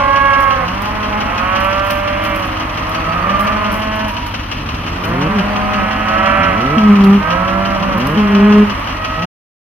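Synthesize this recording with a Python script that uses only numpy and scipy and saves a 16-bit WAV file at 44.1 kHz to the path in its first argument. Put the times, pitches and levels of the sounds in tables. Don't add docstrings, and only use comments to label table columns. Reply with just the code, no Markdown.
import sys
import numpy as np
from scipy import signal
from scipy.fft import rfft, irfft, next_fast_len
from scipy.io import wavfile

SR = 44100
rng = np.random.default_rng(int(sys.argv[2]) if len(sys.argv) > 2 else 0)


def log_audio(samples):
    frames = np.atleast_2d(samples).T
    limited = np.clip(frames, -1, 1)
    pcm = np.round(limited * 32767).astype(np.int16)
    wavfile.write(sys.argv[1], SR, pcm)


N = 428211
TIME = np.arange(N) / SR
FFT_SIZE = next_fast_len(N + SR)
BINS_HZ = np.maximum(np.fft.rfftfreq(FFT_SIZE, 1 / SR), 1)
END_S = 9.248
CYCLE_HZ = 5.738
EDGE_DB = 16.5


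def from_db(db):
    return 10 ** (np.asarray(db) / 20)


def rms_one(x):
    return x / np.sqrt(np.mean(x ** 2) + 1e-20)


def at_hz(points, hz):
    known_hz, values = np.transpose(points)
    return np.interp(np.log(hz), np.log(known_hz), values)


def filtered(x, response):
    return irfft(rfft(x, FFT_SIZE) * response, FFT_SIZE)[..., :N]


def pan(side_db):
    return rms_one(from_db(np.array([[side_db], [-side_db]]) / 2))


def wander(t, rate_hz):
    knots = rng.standard_normal(4096)
    return np.interp((t - t[0]) * rate_hz, np.arange(len(knots)), knots)


def ramp(distance_s, length_s):
    return np.clip(1 - distance_s / max(length_s, 1e-3), 0, 1)


def noise(colour, correlation, side_db):
    mid, side = rng.standard_normal((2, N))
    pair = np.sqrt(1 + correlation) * mid + np.sqrt(1 - correlation) * side * [[1], [-1]]
    return pan(side_db) * rms_one(filtered(pair, from_db(at_hz(colour, BINS_HZ))))


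def air():
    # (frequency [Hz], relative density [dB])
    colour = [(20, -22.5), (70, 0), (130, -3), (280, -1), (400, -12.5), (1000, -8), (3000, -22.5),
              (4000, -19), (7000, -52), (11500, -31.5), (15500, -51.5)]
    return noise(colour, correlation=1, side_db=3)


def herd_blur():
    # (time [s], relative level [dB])
    envelope = [(0, -20.5), (.4, -21.5), (.7, -21.5), (1.55, -20.5), (2.2, -22.5), (2.7, -20.5),
                (3.45, -19), (4.5, -28.5), (5.3, -19.5), (6.25, -20.5), (7, -19), (7.6, -21.5),
                (8.7, -19.5), (9.2, -24)]
    # (frequency [Hz], relative density [dB])
    colour = [(130, -23), (200, -8), (300, -8.5), (420, -7.5), (600, -1), (760, -3), (1000, 4), (1250, 5),
              (1480, -6), (1900, -3), (2500, -8.5), (3200, -15), (4200, -38.5)]
    time_s, level_db = np.transpose(envelope)
    return noise(colour, correlation=.25, side_db=-3) * from_db(np.interp(TIME, time_s, level_db))


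def engine_rumble():
    # (frequency [Hz], level per order [dB])
    spectrum = [(15, -70), (24, -46), (110, -42.5), (140, -49), (200, -48), (260, -43.5), (320, -49),
                (380, -69.5)]
    # (multiple of the cycle rate, boost [dB])
    strong_orders = [(8, 13.2), (9, 2.1), (12, 6.3), (16, 7.8), (17, 8), (19, 2.5)]
    orders = np.arange(3, 66)
    level_db = at_hz(spectrum, orders * CYCLE_HZ)
    for order, boost_db in strong_orders:
        level_db += boost_db * (orders == order)
    cycle = np.linspace(0, 1, 2048)
    turns = np.outer(orders, cycle) + rng.random((len(orders), 1))
    wave = from_db(level_db) @ np.sin(2 * np.pi * turns)
    return np.sqrt(2) * np.interp(TIME * CYCLE_HZ % 1, cycle, wave)


def engine_knock(rise_s=.001, decay_s=.016, clatter_power=.11, lead_s=.017, uneven_db=1.74):
    # (place in cycle [0-1], relative level [dB])
    cylinders = [(0, 3), (.3, -4), (.55, -3.5), (.83, -5)]
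    # (frequency [Hz], relative density [dB])
    colour = [(350, -11.5), (650, -1), (1000, 0.5), (1500, 0), (2100, -7), (2600, 1.5), (3050, 1),
              (3600, -11.5), (4300, -9.5), (5000, -13), (5900, -11.5), (7000, -30), (15000, -31)]
    # (frequency [Hz], left-ear lead [rad])
    left_lead = [(500, .5), (2000, 6.13), (3200, 6.3), (4000, 9.35)]
    power = clatter_power
    for place, level_db in cylinders:
        age_s = ((TIME + lead_s) * CYCLE_HZ - place) % 1 / CYCLE_HZ
        power += from_db(level_db) ** 2 * (1 - np.exp(-age_s / rise_s)) * np.exp(-age_s / decay_s)
    bursts = rms_one(np.sqrt(power) * from_db(uneven_db * wander(TIME, 60)))
    left, right = bursts * noise(colour, correlation=.68, side_db=3)
    return np.array([filtered(left, np.exp(1j * at_hz(left_lead, BINS_HZ))), right])


def moo(course, voice, jitter, rasp_hz, fade_s):
    mouth_hz = [120, 200, 300, 420, 600, 850, 1100, 1300, 1650, 2100, 2800]
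    time_s, pitch_hz, level_db = np.transpose(course)
    side_db, rasp, closing_db_per_oct, mouth_db = voice
    span = (TIME > time_s.min()) & (TIME < time_s.max())
    t = TIME[span]
    hz = np.interp(t, time_s, pitch_hz) * (1 + jitter * wander(t, 45))
    phase = 2 * np.pi * np.cumsum(hz) / SR
    mouth = list(zip(mouth_hz, mouth_db)) + [(3500, mouth_db[-1] - 12)]
    tilt_db_per_oct = closing_db_per_oct * np.linspace(.5, -.5, len(t))
    pivot_hz = mouth_hz[np.argmax(mouth_db)]
    effort_db = np.interp(t, time_s, level_db)
    bloom_db_per_oct = .27 * (effort_db - np.percentile(effort_db, 70))
    harmonics = 0
    for k in range(1, int(3400 / pitch_hz.max()) + 1):
        octaves = np.clip(np.log2(k * hz / pivot_hz), -1, 1)
        slope_db = tilt_db_per_oct * octaves + bloom_db_per_oct * np.maximum(octaves, 0)
        gain = from_db(at_hz(mouth, k * hz) + slope_db)
        flutter = 1 + rasp * wander(t, rasp_hz)
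        harmonics += gain * flutter * np.sin(k * phase + rng.uniform(0, 2 * np.pi))
    edge_s = np.minimum(t - time_s.min(), time_s.max() - t)
    out = np.zeros(N)
    out[span] = np.sqrt(2) * harmonics * from_db(effort_db) * np.minimum(edge_s / fade_s, 1)
    return pan(side_db) * out


def bellow(start_s, length_s, first_hz, held_hz, last_hz, glide_s, fall_s, level_db, swell_db,
           attack_s, release_s, side_db, rasp, closing_db_per_oct, *mouth_db):
    age_s = np.linspace(0, length_s, 200)
    remaining_s = length_s - age_s
    bend = 2.02
    onset_hz = (first_hz - held_hz) * ramp(age_s, glide_s) ** bend
    ending_hz = (last_hz - held_hz) * ramp(remaining_s, fall_s) ** bend
    edges = ramp(age_s, attack_s) ** 2 + ramp(remaining_s, release_s) ** 2
    db = level_db + swell_db * (age_s / length_s - .5) - EDGE_DB * edges
    course = np.column_stack([start_s + age_s, held_hz + onset_hz + ending_hz, db])
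    return course, (side_db, rasp, closing_db_per_oct, mouth_db)


def far_cows():
    # (start [s], length [s], first pitch [Hz], held pitch [Hz], last pitch [Hz], glide [s],
    # fall [s], level [dB], swell [dB], attack [s], release [s], left-right [dB], rasp [0-1],
    # closing tilt [dB/oct], 11 mouth band gains [dB])
    bellows = [(-0.155, 0.85, 487.5, 552.5, 527, 0.38, 0.43, -11, 1.5, 0.48, 0.45, -6, 0.03, 0, -20.0, -20.0, -20.0, -17.5, -9.5, 7.5, 1.5, -37.0, -7, -15, -22),
               (-0.03, 0.72, 284.1, 282.2, 248.2, 0.16, 0.28, -24, -8, 0.022, 0.06, -3, 0.21, 2.5, -21.0, -12.5, -13.5, 10, -6, -2.0, -2, -1.5, -18.5, -13, -31.5),
               (0.235, 0.44, 275, 265.3, 242.3, 0.24, 0.31, -19.5, 1.5, 0.07, 0.03, -8, 0.24, 9, -18.0, -12.5, -26, -20.5, -11, -12.5, -23.5, -2.5, -16, -14, -25.0),
               (0.55, 0.79, 145.2, 212.5, 195.7, 0.45, 0.39, -24.5, 3, 0.098, 0.22, -2, 0.2, -5.0, -3, -1, -33, -12.5, -7.5, -7, -3.5, -6.5, -15, -20.5, -26),
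               (0.8, 0.6, 286, 282, 269.4, 0.2, 0.297, -26, -2.5, 0.093, 0.12, -3.5, 0.12, 0, -24, -24, -17, -17, -12, 0, -8.5, -16, -20, -25, -30),
               (1.1, 0.735, 213.1, 219, 225, 0.5, 0.18, -30.75, -2.5, 0.02, 0.13, -0.5, 0.16, -2.0, -10.0, -4.0, 5.5, -18, -8.5, -1, -3.5, 1.5, -15, -5, -12),
               (1.18, 1.55, 164.6, 196.5, 156.1, 0.76, 0.56, -18.0, -7, 0.47, 0.42, -6.5, 0.14, 5.5, -14, -16.5, -13, -41, 0, -21, -3.5, -6.5, -14, -21.5, -18.5),
               (2.05, 0.625, 289.2, 314.8, 315.5, 0.29, 0.1, -24.5, 7.5, 0.02, 0.03, 1, 0.11, -2, -12.0, -12.0, -8, 3.5, -23.5, -22, -9, -14, -21, -26.5, -20),
               (1.99, 0.455, 208.6, 210.6, 204, 0.14, 0.174, -30.5, 4, 0.053, 0.15, -3.0, 0.1, -6, -10.0, -11.5, 5, -22, 1, -11, -4, -3, -7, -3.5, -8.5),
               (2.62, 0.93, 148.2, 169.2, 162.6, 0.92, 0.234, -29, -1.5, 0.41, 0.034, 0, 0.3, -7.5, -6, -2.5, -5.5, -21, 0, -12.5, -2, 1.0, -25, -15, -23.5),
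               (3.035, 0.54, 656.2, 591.4, 583, 0.43, 0.08, -19, 6.5, 0.04, 0.087, -8.75, 0.42, 5.5, -21.0, -21.0, -21.0, -17.0, -22, -30.0, 0, -1.5, -16, -15, -32),
               (3.03, 1.11, 146.2, 215.5, 185, 0.58, 0.09, -27.0, 1.5, 0.066, 0.1, -1.5, 0.14, -5, -7.5, 1.5, -9, -18.5, 1, -7, -3, -9, -6, -14, -11.5),
               (3.22, 0.59, 177.8, 207.7, 169.5, 0.43, 0.18, -23.5, 4, 0.054, 0.15, -1, 0.17, -1.5, 5, -1.5, -29.5, -15.5, -4, -19, 2, -3, -18, -16.5, -29),
               (3.87, 0.48, 301.4, 322.7, 304, 0.36, 0.147, -28, 0, 0.14, 0.06, -5, 0.4, 0.5, -24.0, -24.0, -25, -23.5, -29, 2, -3.5, -28.5, -20, -31.0, -35.0),
               (4.995, 0.895, 147.8, 205.1, 171, 0.56, 0.17, -23.0, 0.0, 0.1, 0.05, -0.5, 0.34, -0.5, -9, 1, -21.5, -13.0, -3.5, -12, -6.5, -9, -13.5, -19.5, -23.5),
               (5.295, 1.9, 233.4, 255.4, 250.9, 0.6, 0.28, -24.0, -7, 0.33, 0.13, -5, 0.27, -6, -18.0, -16, -16, -19, -20, 1.0, -27.5, 2.5, -26, -16, -20),
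               (5.695, 0.76, 211.1, 213.2, 168.3, 0.5, 0.1, -26.0, -0.5, 0.16, 0.02, -1, 0.12, 3.5, -3, 0.5, -7.0, -24.5, -2, -18.0, -2.5, -10, -4, -14, -11),
               (5.915, 0.75, 167.1, 193.6, 173.5, 0.45, 0.28, -16, 2, 0.41, 0.27, -6.5, 0.07, -2, -17.5, -20.0, -31.5, -34, -1, -15.5, -5.5, -2.5, -11.5, -13.5, -18),
               (5.96, 1.035, 312.2, 330.0, 297.4, 0.44, 0.32, -22.0, 0.5, 0.17, 0.21, -4, 0.19, -3.5, -22.0, -22.0, -14.5, -24, -3, -11.0, -7.5, 2, -13.5, -13.0, -22),
               (7.16, 0.86, 151.2, 194.4, 160, 0.54, 0.15, -21, 1.5, 0.19, 0.07, -2, 0.33, 3, -4.5, 0, -52.5, -8, -4, -16.0, -3, -9.5, -17, -20.5, -26),
               (7.165, 0.63, 299.3, 340.0, 294, 0.51, 0.12, -21.5, -7.5, 0.12, 0.03, -7.5, 0.08, 12, -20.0, -20.0, -12, -12, -6, -1.5, -10.0, 0.5, -9, -21, -26.5),
               (7.75, 0.95, 162.4, 211.9, 207.2, 0.6, 0.19, -24.5, 10, 0.053, 0.23, -2, 0.24, 0.5, 5.5, 0.5, -19.5, -13.5, -5, -8, -4.5, -6, -9.5, -17, -15),
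               (8.88, 0.39, 623.3, 641.6, 640.0, 0.46, 0.046, -24.5, 1, 0.2, 0.02, -2.5, 0.17, 6, -20.0, -18.0, -20.0, -14.0, -6.5, -12.0, -4, 0.5, -8.5, -6.5, -19.0)]
    # (frequency [Hz], left-ear lag [rad])
    left_lag = [(200, .05), (600, 1.07), (1300, 1.38), (2500, .4)]
    left, right = sum(moo(*bellow(*row), jitter=.0015, rasp_hz=110, fade_s=.03) for row in bellows)
    return np.array([filtered(left, np.exp(-1j * at_hz(left_lag, BINS_HZ))), right])


def wood_echo(x, t60_s, build_s):
    t = TIME[:SR]
    impulse = rng.standard_normal((2, SR)) * from_db(-60 * t / t60_s) * (1 - np.exp(-t / build_s))
    return filtered(x, rfft(rms_one(impulse) / np.sqrt(SR), FFT_SIZE))


def twigs(strain_s=.01, snap_s=.0025, splinter_s=.058, splinter_db=-11, grain_db=4):
    # (time [s], relative peak [dB])
    loud_snaps = [(0.404, -22), (0.8207, -23.5), (1.6013, -27), (1.6431, -28), (1.8672, -26),
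                  (1.908, -17.5), (2.3601, -21), (2.4544, -27), (2.8949, -26), (3.407, -18), (3.727, -18),
                  (3.9589, -25), (4.0842, -25), (4.2675, -25), (5.048, -23), (7.9788, -25), (8.071, -22)]
    # (frequency [Hz], relative density [dB])
    colour = [(2000, -17), (5000, 2.5), (7500, -9.5), (11000, 2.5), (15500, 0)]
    faint_snaps = [(rng.uniform(0, END_S), rng.normal(-31, 6)) for _ in range(8)]
    envelope = np.zeros(N)
    for time_s, peak_db in loud_snaps + faint_snaps:
        span = np.abs(TIME - time_s) < .2
        age_s = TIME[span] - time_s
        snap = (age_s > 0) * np.exp(-np.abs(age_s) / snap_s)
        splinters = np.exp(-np.abs(age_s) / np.where(age_s > 0, splinter_s, strain_s))
        envelope[span] += from_db(peak_db) * (snap + from_db(splinter_db) * splinters)
    grains = from_db(grain_db * wander(TIME, 400))
    return envelope * grains * noise(colour, correlation=.26, side_db=5)


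def hooves(decay_s=.0093):
    # (time [s], peak [dB])
    knocks = [(1.794, -27), (4.267, -30), (4.746, -29), (7.037, -23)]
    # (frequency [Hz], relative density [dB])
    colour = [(800, -7), (3000, 2.5), (5800, -5.5), (7500, -21), (15000, -25)]
    envelope = sum(from_db(peak_db) * (TIME > time_s) * np.exp(-np.abs(TIME - time_s) / decay_s)
                   for time_s, peak_db in knocks)
    return envelope * noise(colour, correlation=.55, side_db=2)


def bird(period_s=.12, chirp_s=.08, sag_hz_per_s=160, fade_db_per_s=10, warble=.0073):
    # (start [s], length [s], first pitch [Hz], first level [dB])
    phrases = [(2.95, .78, 4600, -43), (4.9, .06, 7510, -57), (5.48, .3, 4620, -46)]
    out = np.zeros(N)
    for start_s, length_s, first_hz, first_db in phrases:
        for age_s in np.arange(0, length_s, period_s):
            span = (TIME > start_s + age_s) & (TIME < start_s + age_s + chirp_s)
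            hz = (first_hz - sag_hz_per_s * age_s) * (1 + warble * wander(TIME[span], 157))
            gain = np.sqrt(2) * from_db(first_db - fade_db_per_s * age_s)
            out[span] += gain * np.hanning(len(hz)) * np.sin(2 * np.pi * np.cumsum(hz) / SR)
    return out


def growl(end_s, length_s, top_hz, top_db):
    creep_hz_per_s, climb_hz_per_s, climb_s = 50, 285, .275
    swell_db_per_oct, release_s = 11, .051
    remaining_s = np.linspace(length_s, 0, 200)
    hz = top_hz - climb_hz_per_s * np.minimum(remaining_s, climb_s)
    hz -= creep_hz_per_s * np.maximum(remaining_s - climb_s, 0)
    db = top_db + swell_db_per_oct * np.log2(hz / top_hz) - EDGE_DB * ramp(remaining_s, release_s) ** 2
    return np.column_stack([end_s - remaining_s, hz, db])


def near_cow():
    # (left-right [dB], rasp [0-1], closing tilt [dB/oct], mouth band gains [dB])
    growls = [ (5.31, .76, 170, -18.5, (-.5, .17, -6.5, [0, -1.5, -6, -8.5, -17, -31, -32, -30, -34, -34, -24])),
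              (6.79, .42, 168, -15, (-.5, .3, -4.5, [-5, 2, -5, -11, -17, -32, -33, -10, -47, -29.5, -33])),
              (8.19, .31, 172.7, -19, (-.5, .2, -2.5, [-4.5, 8.5, -2.5, -9, -4, -44, -9, -21.5, -38, -32, -24])),
              (9.29, .13, 189.3, -25, (-.5, 0.29, -2, [-5, 6.5, -9.5, -10, -10, -7, -18, -10, -21, -20, -36]))]
    # (time [s], pitch [Hz], relative level [dB])
    short_hoot = [(5.27, 207, -22), (5.31, 213.5, -17.5), (5.36, 213, -14), (5.43, 175, -15.5)]
    loud_hoot = [(6.755, 234.4, -23), (6.775, 230.2, -4.5), (6.8, 214, -9), (6.91, 205.2, -1.5),
                 (6.96, 201, -7), (7.08, 196.5, -2), (7.15, 202, -4), (7.18, 198, -8.5), (7.24, 197.4, -27)]
    long_hoot = [(8.145, 209.3, -35), (8.175, 212.5, -9), (8.25, 205.2, -14), (8.39, 199, -8),
                 (8.48, 207.8, -7.5), (8.56, 208.3, -4.5), (8.63, 209.2, -5.5), (8.67, 203.8, -22),
                 (8.75, 201.3, -23.5)]
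    calls = [(growl(*rise), voice) for *rise, voice in growls] + [
        (short_hoot, (0, .2, 3, [-8.5, .5, -17, -11.5, -36, -26.5, -34, -28, -42, -45, -41])),
        (loud_hoot, (.3, .16, -4, [-5, -1.5, -4.5, -19, -34, -28.5, -26.5, -27.5, -45, -38, -37.5])),
        (long_hoot, (.3, .097, .5, [-3.5, .5, -3.5, -10.5, -24, -31, -25.5, -25.5, -34, -37.5, -33]))]
    return sum(moo(course, voice, jitter=.005, rasp_hz=90, fade_s=.014) for course, voice in calls)


def scene():
    far, near = far_cows(), near_cow()
    far_echo = from_db(-12) * wood_echo(far, t60_s=.9, build_s=.02)
    near_echo = from_db(-32) * wood_echo(near, t60_s=.77, build_s=.03)
    cattle = far + far_echo + from_db(-.4) * near + near_echo
    engine = engine_rumble() + from_db(-27) * engine_knock()
    ground = from_db(-8) * twigs() + hooves()
    background = from_db(-33.5) * air() + from_db(-2) * herd_blur()
    return background + engine + cattle + ground + bird()


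def record(dry):
    stop = np.clip((END_S - TIME) / .008 + 1, 0, 1)
    lowpass = signal.cheby2(16, 70, 16300, fs=SR, output="sos")
    return signal.sosfilt(lowpass, np.clip(dry, -1, 1) * stop)


dry = scene()
out = record(dry)
log_audio(out)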